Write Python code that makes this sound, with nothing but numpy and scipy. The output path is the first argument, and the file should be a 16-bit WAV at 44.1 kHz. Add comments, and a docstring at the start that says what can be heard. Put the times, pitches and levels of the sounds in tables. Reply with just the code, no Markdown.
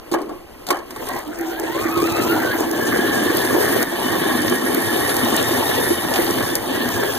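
"""On a snowy drive in still winter air, a lever clunks twice on a battery toy buggy, which then pulls away
pushing a plastic plow. Two geared motors whine up to speed as sums of sines with rough, wandering pitch.
Random contacts, shaped by tone, make the rolling wheels, the blade's grind and the hiss of snow, with ice snaps.
Judder, ridges and clunks ring the hollow body's resonances. A phone hears it all through two ports, each
taking off a delayed part of the other for width."""
import sys
import numpy as np
from scipy import signal
from scipy.fft import rfft, irfft
from scipy.io import wavfile

SR = 44100
rng = np.random.default_rng(int(sys.argv[2]) if len(sys.argv) > 2 else 0)


def generate_wav(signal):
    """Clip the signal to [-1, 1] and save it as 16-bit WAV at the path in sys.argv[1]."""
    frames = np.transpose(np.atleast_2d(signal))
    scaled = np.clip(frames, -1, 1) * 32767
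    pcm = np.round(scaled).astype(np.int16)
    wavfile.write(sys.argv[1], SR, pcm)


N = 316636

# Still air, far road and light wind. Each row: pitch in Hz, relative level in dB per Hz.
AIR_SPECTRUM = [(20, -2), (60, -0.5), (150, -10), (350, -3.5), (800, -17), (1600, -24), (2800, -21),
                (3800, -31), (5500, -31.5), (8000, -34.5), (12000, -29), (15200, -34), (15800, -55)]
AIR_DB = -39

# Motors. Each row: time in seconds, gear mesh pitch in Hz, whine level in dB, lift of the upper partials in dB.
MOTOR_RUN = [(1.2, 593, -56, 9), (1.42, 760, -44, -3), (1.55, 788, -41.5, 1), (1.7, 936, -42.5, 9.5),
             (1.82, 1196, -39, 1), (2.02, 1223, -33.5, 2.5), (2.13, 1325, -38.5, 8), (2.3, 1366, -38, 3.5),
             (2.42, 1545, -40, 0), (2.52, 1615, -36, -6), (2.62, 1675, -45.5, -8), (2.75, 1715, -39.5, -6),
             (3.0, 1767, -32.5, -7), (3.4, 1794, -34, -5), (4.0, 1846, -37.5, -2), (4.6, 1847, -34.5, -4.5),
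             (5.2, 1848, -36, 0.5), (5.7, 1863, -36.5, 5.5), (6.1, 1870, -37.5, -2.5),
             (6.68, 1798, -45.5, 6), (6.8, 1813, -34.5, -2.5), (7.18, 1680, -44, 5)]
# First three multiples of the gear mesh. Each entry: relative level in dB.
PARTIALS_DB = [0.5, -7.5, -17]
FULL_MESH_HZ = 1850     # gear mesh at full speed
SECOND_MOTOR_RATIO, SECOND_MOTOR_DB = 0.93, -3     # its speed and level beside the first; it is partly hidden
WANDER, CRAWL_SHAKE = 0.009, 0.03     # spread of speed as a share: slow wander, quick wobble at a crawl
ROUGH_HZ, STEADY_TONE = 24, 1.6     # rate of the tooth errors; steady part beside an error spread of 1
MESHES_PER_PINION_TURN, ECCENTRIC = 9.1, 0.18     # the off-centre pinion beats by this share
LUG_SWAY = 0.022     # typical swing of speed, as a share, with each tread lug
SHELL_WHINE_DB = -11     # whine coloured by the shell, beside the direct whine
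WHINE_DIPS = 0.79     # share of each dip in dB that the whine follows

# Tread lugs on the ground: gear meshes from lug to lug, place of the first in turns, seconds to take hold.
MESHES_PER_LUG, LUG_PHASE, LUGS_BITE_S = 170, 0.014, 0.12
LUG_CRAWL_DB, LUG_CRUISE_DB = 12, 1.5     # half-scale of the lug throb, slow and at full speed
LUG_SHARPNESS = 1.4     # 0 gives no throb, small an even swell, large short scuffs
# The sound dips for a moment, some dips after a loud snap. Each row: start in seconds, dip strength in dB.
DIPS = [(2.65, 5.5), (3.834, 12.5), (4.559, 5), (5.389, 5), (5.95, 3.5), (6.565, 8.5)]
DIP_FALL_S, DIP_RECOVER_S = 0.018, 0.09     # time constants

# Hollow wheels rolling. Each row: pitch in Hz, relative level in dB per Hz.
ROLL_SPECTRUM = [(40, -26), (75, -1), (112, 8), (140, 0), (180, -2), (260, -23)]
# Wheel roll over time. Each row: time in seconds, level in dB.
ROLL_LEVEL = [(0.86, -55), (1.16, -32.5), (1.3, -46.5), (1.8, -32.5), (2.0, -29), (2.9, -33), (3.45, -27.5),
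              (3.9, -30.5), (4.45, -30), (4.65, -36), (4.85, -31.5), (6.0, -28), (7.18, -28.5)]

# Ways the creaking blade rings. Each row: pitch in Hz, relative level in dB, time to fall 60 dB in seconds.
CREAK_MODES = [(804, -2, 0.027), (1040, -1, 0.032), (1616, -11, 0.067), (1920, -2.5, .03)]
# Creak as the slack is taken up. Each row: time in seconds, level in dB.
CREAK_LEVEL = [(1.05, -55), (1.1, -32), (1.14, -30.5), (1.175, -30), (1.2, -36), (1.23, -75)]
# Blade mount humming at a crawl. Each row: time in seconds, level in dB.
HUM_LEVEL = [(1.22, -52), (1.28, -22), (1.34, -40), (1.4, -24.5), (1.7, -27.5), (2.0, -19.5), (2.4, -21),
             (2.7, -24), (3.1, -25), (4.6, -51), (5.4, -51)]
HUM_HZ = 329.3     # middle of the wavering pitch

# Travel over the snow. Each row: time in seconds, body rumble in dB, blade grind in dB, snow hiss in dB.
TRAVEL = [(0.86, -50, -45, -55), (0.99, -41, -33.5, -47), (1.02, -34, -29.5, -47), (1.09, -41, -29.5, -38),
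          (1.18, -29, -27.5, -68), (1.23, -44, -38, -62), (1.3, -31, -34.5, -59), (1.5, -55, -29.5, -69),
          (1.8, -34, -25, -46), (2.05, -25, -24, -55), (2.4, -22, -21.5, -42), (2.8, -19, -24, -37),
          (3.2, -16.5, -22.5, -31.5), (3.4, -21, -22.5, -32), (3.75, -18.5, -20.5, -29.5),
          (4.3, -17, -25, -32), (4.8, -19, -26.5, -28), (5.25, -19.5, -21, -30), (5.7, -24, -20.5, -29.5),
          (6.0, -17, -28, -34), (6.12, -27, -23.5, -33), (6.16, -24, -19.5, -29), (6.3, -20, -25, -31.5),
          (6.85, -22.5, -23, -36), (7.18, -24, -24.5, -39)]
RUMBLE_LUMPS_DB, GRIND_LUMPS_DB, ROLL_LUMPS_DB = 1.5, 0.5, 1.5     # slow unevenness of each level
# Snow hiss. Each row: pitch in Hz, relative level in dB per Hz.
HISS_SPECTRUM = [(2000, -0.5), (4200, -7.5), (6000, -6), (7600, -7), (8600, -5.5), (9400, 0.5),
                 (10300, 0.5), (11150, 0), (11700, -1.5), (12400, 3), (13200, -8), (14200, -12.5),
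                 (15000, -20), (15500, -14), (15900, -28)]
# Thin blade edge ringing in the hiss. Each row: pitch in Hz, level in dB, time to fall 60 dB in seconds.
EDGE_MODES = [(10100, -34.5, 0.0063), (11040, -12, 0.0069), (12800, -31, .007)]
# Crusts of ice snap. Each row: start in seconds, strength in dB.
SNAPS = [(1.069, -29), (1.088, -16), (1.19, -23), (1.277, -32), (1.388, -25), (1.411, -20.5),
         (1.598, -17.5), (1.637, -25), (2.016, -28), (2.605, -15), (2.713, -17), (3.37, -11), (3.416, -29),
         (3.724, -27), (3.828, -8.5), (4.497, -12.5), (4.583, -21), (4.666, -27), (4.746, -10),
         (5.079, -18), (5.142, -19), (5.167, -9.5), (5.248, -13.5), (5.365, -7.5), (5.427, -12),
         (6.139, -14), (6.246, -19), (6.309, -14), (6.554, -4.5), (6.889, -15)]
SPRAY_T60_S, SNAP_EDGE_DB = 0.014, 2     # spray's time to fall 60 dB; sharp edge over the spray
# Grit knocks the blade. 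Each row: start in seconds, strength in dB.
KNOCKS = [(2.137, -26), (3.3817, -19), (4.418, -19), (4.478, -16), (5.0925, -15), (5.508, -19),
          (5.5765, -27), (5.7522, -23), (6.1381, -14), (6.1584, -14), (6.266, -17.5)]
KNOCK_BAND_HZ, KNOCK_T60_S = (1500, 4760), 0.067
# Blade grind. Each row: pitch in Hz, relative level in dB per Hz.
GRIND_SPECTRUM = [(150, -51), (260, 4.5), (380, 0.5), (570, -2.5), (900, -10), (1350, -17.5), (1800, -12),
                  (2300, -14.5), (3300, -19), (4200, -24), (6000, -27.5)]
CRUNCH_DB = 0     # fast unevenness of the grind
FLUTTER_DB, FLUTTER_HZ = 2.0, 12     # each band of the grind flutters on its own

# Hollow plastic body. Each row: pitch in Hz, relative level in dB, time to fall 60 dB in seconds.
BODY_MODES = [(232, -17, 0.15), (256.8, 4.5, 0.081), (305.6, -1, 0.087), (342.6, 0.5, 0.095),
              (401, -6.5, 0.058), (555, -8.5, 0.048), (693, -4.5, 0.029), (818, -12, 0.032),
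              (985, -14, 0.02), (1101, -4, 0.029), (1245, -27, 0.1), (1370, -11, 0.0073),
              (1707, -0.5, 0.01), (2226, -7, 0.022), (3013, -5.5, 0.034), (3490, -10.5, 0.016)]
# Lever clunks and bounces. Each row: start in seconds, strength in dB, centre of the ring in Hz,
# crack strength in dB, rattle's time to fall 60 dB in seconds.
CLUNKS = [(0.115, -11, 353, -27, 0.071), (0.1209, -2.5, 347, -30, 0.045), (0.13, -24, 350, -25, 0.14),
          (0.139, -2, 1040, -27, 0.15), (0.142, -7, 340, -31, 0.16), (0.186, -14.5, 900, -39, 0.18),
          (0.204, -17, 360, -42, 0.38), (0.217, -29, 900, -34, 0.099), (.27, -20, 345, -55, 0.32),
          (0.293, -19.5, 710, -40, 0.42), (0.667, -28, 620, -24, 0.2), (.678, -14, 700, -35, .1),
          (.688, -7, 617, -24, 0.041), (0.705, 5.5, 1020, -13.5, 0.062), (.7075, -6, 320, -34, 0.057),
          (.726, -7, 980, -33, 0.29), (0.744, -19, 700, -35, 0.079), (0.756, -21, 990, -37, 0.073),
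          (0.77, -22, 620, -34, 0.09), (0.789, -27, 800, -38, 0.21), (0.907, -19, 1700, -29, 0.037),
          (.926, -19, 300, -49, .05), (0.962, -10.5, 750, -32, 0.041)]
CRACK_BAND_HZ = (1490, 12700)
# Wheels and blade catch a ridge. Each row: start in seconds, strength in dB.
RIDGES = [(1.698, -12), (1.75, -7), (1.854, -6), (1.97, -6), (2.026, -0.5), (2.214, 0), (2.271, -6),
          (2.35, -2), (2.551, -3), (2.608, 1), (2.709, -2), (2.795, -2), (2.869, -7), (3.091, -15),
          (3.218, -8), (3.262, -4), (3.45, -11), (3.551, -2), (3.72, -3), (3.806, -3), (4.109, -10),
          (4.264, -10), (4.448, -3), (4.526, 0), (4.778, -4), (4.905, -7), (5.51, -1), (5.873, -6),
          (5.907, 0.5), (6.05, -4), (6.19, -4.5), (6.305, -1), (6.527, -18), (6.70, -12), (6.75, -3.5)]
FOCUS_DB = 5.5     # loss per squared octave away from a blow's centre
TOUCH_DB, RATTLE_DB = -15.5, -33.5     # first touch and rattle, beside the blow's strength
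RIDGE_DULL_DB = 22     # a ridge is a soft contact: loss per octave above 500 Hz

# The two ports. Each row: pitch in Hz, likeness from 0 to 1, second port over first in dB,
# phase lead of the second port in radians.
PORTS = [(30, 1, 1, 0.5), (60, 1, 0.5, -0.5), (103, 1, -2, 0.5), (264, 0.99, 1.5, -0.22),
         (353, 0.86, 1.5, 0.26), (413, 0.53, 0, -0.85), (520, 0.46, 4.5, -1.5), (570, 0.49, -5.5, -1.1),
         (700, 0.46, 0, -1.0), (840, 0.86, -1.5, -0.7), (1100, 0.8, 2, -0.4), (2010, 0.02, 2.5, -0.5),
         (2860, 0.4, 2.5, -1.1), (3560, 0.6, -1, -2.0), (4600, 0.76, -10.5, -1.5), (4800, 1, -11.5, -3.5),
         (6000, 0.44, -3, -3.5), (7290, 0.9, 3.5, -5), (9040, 0, -1, -11.5), (9260, 0, 8.5, -0.5),
         (11500, 0.47, -1.5, -3), (12200, 0.05, 5, -10), (14700, 0, 2, 20)]
CROSS_LAG, CROSS_GAIN = 17.206, 0.64     # delay in samples, share of the other port taken off
STOP_HZ = 16500     # from here up the output is at least 70 dB down


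def from_db(db):
    """Gain of a level in dB."""
    return 10 ** (np.asarray(db) / 20)


def rms_one(x):
    """Scale to rms 1."""
    return x / np.sqrt(np.mean(x ** 2) + 1e-20)


def in_time(rows):
    """Columns of a time table, one value a sample."""
    s, *columns = np.transpose(rows)
    return [np.interp(np.arange(N) / SR, s, column) for column in columns]


def started(rows):
    """0 before the first time in a table, 1 after it."""
    return np.arange(N) > rows[0][0] * SR


def at_hz(points, column=1):
    """One column of a pitch table, spread over the FFT's pitches on a log scale."""
    hz = np.maximum(np.fft.rfftfreq(N, 1 / SR), 1)
    table = np.array(points)
    return np.interp(np.log(hz), np.log(table[:, 0]), table[:, column])


def coloured(x, spectrum):
    """Shape x by the given spectrum, at rms 1."""
    return rms_one(irfft(rfft(x) * from_db(at_hz(spectrum)), N))


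def filtered(x, order, hz, kind):
    """Pass x through a smooth high-pass or band-pass filter."""
    return signal.sosfilt(signal.butter(order, hz, kind, fs=SR, output="sos"), x)


def drift(rate_hz):
    """Smooth random wandering of spread 1, made at a tenth of the sample rate."""
    r = np.exp(-20 * np.pi * rate_hz / SR)
    noise = rng.standard_normal(N // 10 + 4002)
    slow = signal.lfilter([1], [1, -2 * r, r * r], noise)[4000:]     # skip the filter's settling
    return np.interp(np.arange(N) / 10, np.arange(len(slow)), rms_one(slow - slow.mean()))


def ring(x, hz, t60):
    """A resonance: each unit click starts a dying sine of height about 1."""
    r, w = from_db(-60 / (t60 * SR)), 2 * np.pi * hz / SR
    return signal.lfilter([0, np.sin(w)], [1, -2 * r * np.cos(w), r * r], x + 1e-18)


def grains(per_s, spread_db):
    """Random contacts of uneven size and sign."""
    size_db = spread_db * np.minimum(rng.exponential(1, N), 5)
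    sizes = from_db(size_db) * rng.choice([-1, 1], N)
    return sizes * (rng.random(N) < per_s / SR)


def bursts(rows):
    """Noise that starts at once and dies away, from rows of start, level in dB and 60 dB fall time."""
    envelope = np.zeros(N)
    for s, level_db, t60 in rows:
        start = round(s * SR)
        since = np.arange(SR // 2)[:N - start] / SR
        envelope[start:start + SR // 2] += from_db(level_db - 60 * since / max(t60, .004))
    return envelope * rng.standard_normal(N)


def air():
    """Far road and light wind: shaped noise whose level drifts."""
    return from_db(AIR_DB + drift(8)) * coloured(rng.standard_normal(N), AIR_SPECTRUM)


def lug_throb(speed):
    """Rise and fall in dB as each tread lug scuffs the ground, deepest at a crawl."""
    lugs_per_s = speed * started(MOTOR_RUN) * FULL_MESH_HZ / MESHES_PER_LUG
    turns = np.cumsum(lugs_per_s) / SR - LUG_PHASE
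    depth_db = LUG_CRUISE_DB + (LUG_CRAWL_DB - LUG_CRUISE_DB) * np.clip(1 - speed, 0, 1)
    scuff = np.exp(LUG_SHARPNESS * (np.cos(2 * np.pi * turns) - 1))
    bite = np.clip((np.arange(N) / SR - MOTOR_RUN[0][0]) / LUGS_BITE_S, 0, 1) ** 2
    return depth_db * 2 * (scuff - scuff.mean()) * bite


def level_dips():
    """Level change in dB: a quick dip and slower recovery at each listed time."""
    dips_db = 0
    for s, strength_db in DIPS:
        since = np.maximum(np.arange(N) / SR - s, 0)
        dips_db = dips_db - strength_db * (1 - np.exp(-since / DIP_FALL_S)) * np.exp(-since / DIP_RECOVER_S)
    return dips_db


def wheels(level_db):
    """Small contacts with the ground, shaped to the low tone of hollow wheels."""
    return from_db(level_db) * coloured(grains(per_s=300, spread_db=-0.5), ROLL_SPECTRUM)


def lug_sway(mesh_hz):
    """The lugs load the gears: the speed sags and rebounds, never quite evenly."""
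    turns = np.cumsum(mesh_hz / MESHES_PER_LUG * (1 + .15 * drift(3))) / SR + rng.random()
    return LUG_SWAY * from_db(2 * drift(3.056)) * np.sin(2 * np.pi * turns)


def motors():
    """Two gear trains: uneven plastic teeth blur each partial, and the shell favours some pitches."""
    mesh_hz, whine_db, upper_db = in_time(MOTOR_RUN)
    shake = CRAWL_SHAKE * np.clip(1 - mesh_hz / FULL_MESH_HZ, 0, 1)
    whine = 0
    for ratio, motor_db in ((1, 0), (SECOND_MOTOR_RATIO, SECOND_MOTOR_DB)):
        motor_hz = mesh_hz * ratio
        unevenness = 1 + WANDER * drift(3.973) + lug_sway(motor_hz) + shake * drift(ROUGH_HZ)
        phase = 2 * np.pi * np.cumsum(motor_hz * unevenness) / SR
        beat = 1 + ECCENTRIC * np.sin(phase / MESHES_PER_PINION_TURN)
        for multiple, level_db in enumerate(PARTIALS_DB, start=1):
            tone = (STEADY_TONE + drift(ROUGH_HZ)) * np.sin(multiple * phase)
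            tone = tone + drift(ROUGH_HZ) * np.cos(multiple * phase)
            whine = whine + from_db(motor_db + level_db + upper_db * (multiple > 1)) * beat * tone
    whine = from_db(whine_db) * whine * started(MOTOR_RUN)
    shell = sum(from_db(db) * ring(whine, hz, t60) for hz, db, t60 in BODY_MODES)
    return whine + from_db(SHELL_WHINE_DB) * np.std(whine) * rms_one(shell)


def creak():
    """Uneven slips ring the blade as the slack is taken up."""
    slips = grains(per_s=500, spread_db=2.5)
    level_db, = in_time(CREAK_LEVEL)
    ringing = sum(from_db(db) * ring(slips, hz, t60) for hz, db, t60 in CREAK_MODES)
    return from_db(level_db) * rms_one(ringing)


def hum():
    """The blade sticks and slips: one sine whose pitch and level waver at random."""
    level_db, = in_time(HUM_LEVEL)
    phase = 2 * np.pi * np.cumsum(HUM_HZ * (1 + .025 * drift(15))) / SR
    waver_db = 2.5 * drift(25)
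    return from_db(level_db + waver_db) * np.sin(phase) * started(HUM_LEVEL)


def snow_hiss(level_db):
    """Many fine crystal contacts hiss, and noise rings the thin edge of the blade."""
    hiss = coloured(grains(per_s=15000, spread_db=-7.0), HISS_SPECTRUM) * from_db(2 * drift(23.0))
    for hz, edge_db, t60 in EDGE_MODES:
        edge = rms_one(ring(rng.standard_normal(N), hz, t60))
        hiss = hiss + from_db(edge_db + 5.6 * drift(1.9)) * edge
    return from_db(level_db) * hiss


def ice_snaps():
    """Each snap is one sharp edge and a short spray of noise, kept to the treble."""
    out = bursts([(s, db, SPRAY_T60_S) for s, db in SNAPS])
    for s, db in SNAPS:
        out[round(s * SR)] += from_db(db + SNAP_EDGE_DB)
    return filtered(out, 2, 5500, "high")


def grit_knocks():
    """Grit on the blade: dying bursts of noise in a middle band."""
    return filtered(bursts([(s, db, KNOCK_T60_S) for s, db in KNOCKS]), 1, KNOCK_BAND_HZ, "band")


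def lever_cracks():
    """The bright crack of each clunk: a short burst of noise in a wide band."""
    rows = [(s, crack_db, .05) for s, db, centre, crack_db, t60 in CLUNKS]
    return filtered(bursts(rows), 1, CRACK_BAND_HZ, "band")


def blade_grind(level_db):
    """Coarse grains grind low, each octave band fluttering on its own."""
    grit = coloured(grains(per_s=3500, spread_db=1.2), GRIND_SPECTRUM)
    edges_hz = 150 * 2 ** np.arange(8)
    grind = 0
    for band_hz in zip(edges_hz, edges_hz[1:]):
        grind = grind + from_db(FLUTTER_DB * drift(FLUTTER_HZ)) * filtered(grit, 2, band_hz, "band")
    return from_db(level_db) * from_db(CRUNCH_DB * drift(25)) * rms_one(grind)


def shell_blows(hz, level_db):
    """Ridges and clunks as one body mode feels them: rows of start, strength in dB, rattle's 60 dB fall time."""
    dull_db = RIDGE_DULL_DB * max(np.log2(hz / 500), 0)
    blows = [(s, db - dull_db, 380, .03) for s, db in RIDGES]
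    blows += [(s, db, centre, t60) for s, db, centre, crack_db, t60 in CLUNKS]
    light_db = -14 * (hz < 280)      # a short blow hardly moves the large panels
    return [(s, db + level_db + light_db - FOCUS_DB * np.log2(hz / centre) ** 2, t60)
            for s, db, centre, t60 in blows]


def body(rumble_db, speed):
    """Judder, ridges and clunks ring one shell; a blow favours the modes near its centre."""
    judder = grains(per_s=2500, spread_db=3) * from_db(1.4 * drift(43))
    shaken, struck = 0, 0
    for hz, level_db, t60 in BODY_MODES:
        narrow_db = (1 - speed) * (6 - 20 * abs(np.log2(hz / 335)))      # a crawl favours modes near 335 Hz
        shaken = shaken + from_db(level_db + narrow_db + 1.94 * drift(7.1)) * ring(judder, hz, t60)
        blows = shell_blows(hz, level_db)
        contact = from_db(RATTLE_DB) * bursts(blows)      # the rattle around and after the first touch
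        for s, db, _ in blows:
            contact[round(s * SR)] += from_db(db + TOUCH_DB)
        struck = struck + ring(contact, hz, t60)
    shell = from_db(rumble_db) * rms_one(shaken) + struck
    return filtered(shell, 2, 215, "high")      # the shell's sound is kept out of the deep bass


def ports(x, size):
    """The first port hears partly the second's wave, partly one scattered on paths that keep shifting."""
    overlap = size * 3 // 4
    frames = signal.stft(x, nperseg=size, noverlap=overlap)[2]
    turned = frames * np.exp(2j * np.pi * rng.random(frames.shape))      # random phases scatter the wave
    scattered = signal.istft(turned, nperseg=size, noverlap=overlap)[1][:N]
    scattered = rms_one(scattered) * np.std(x)
    alike = np.clip(at_hz(PORTS), -.9995, .9995)
    tilt = from_db(at_hz(PORTS, column=2) / 2)
    shared = alike * rfft(x) * np.exp(-1j * at_hz(PORTS, column=3))
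    first = shared + np.sqrt(1 - alike ** 2) * rfft(scattered)
    return irfft(np.array([first / tilt, rfft(x) * tilt]), N)


def scene():
    """The buggy and the air at the two ports, in deep, tonal and crisp groups."""
    speed = in_time(MOTOR_RUN)[0] / FULL_MESH_HZ
    lugs_db, dips_db = lug_throb(speed), level_dips()
    at_rest_db = -60 * (np.arange(N) < TRAVEL[0][0] * SR)      # at rest the scraping is turned far down
    rumble_db, grind_db, hiss_db = [level + at_rest_db + dips_db for level in in_time(TRAVEL)]
    rumble_db = rumble_db + RUMBLE_LUMPS_DB * drift(11.7)
    grind_db = grind_db + GRIND_LUMPS_DB * drift(6.9) + 0.17 * lugs_db
    roll_db = in_time(ROLL_LEVEL)[0] + ROLL_LUMPS_DB * drift(3.0) + at_rest_db + dips_db
    deep = air() + wheels(roll_db) + body(rumble_db, speed)
    tonal = from_db(WHINE_DIPS * dips_db) * motors() + creak() + hum()
    crisp = snow_hiss(hiss_db + lugs_db) + ice_snaps() + grit_knocks() + lever_cracks() + blade_grind(grind_db)
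    return ports(deep, size=512) + ports(tonal, size=2048) + ports(crisp, size=128)


def record(dry):
    """Each channel is one port minus the delayed other, which combs the centre; peaks are rounded, the top cut."""
    delay = np.exp(-2j * np.pi * np.fft.rfftfreq(N) * CROSS_LAG)
    late_other = irfft(rfft(dry[::-1]) * delay, N)
    wide = .95 * np.tanh((dry - CROSS_GAIN * late_other) / .95)
    return signal.sosfilt(signal.cheby2(12, 70, STOP_HZ, fs=SR, output="sos"), wide)


dry = scene()
out = record(dry)
generate_wav(out)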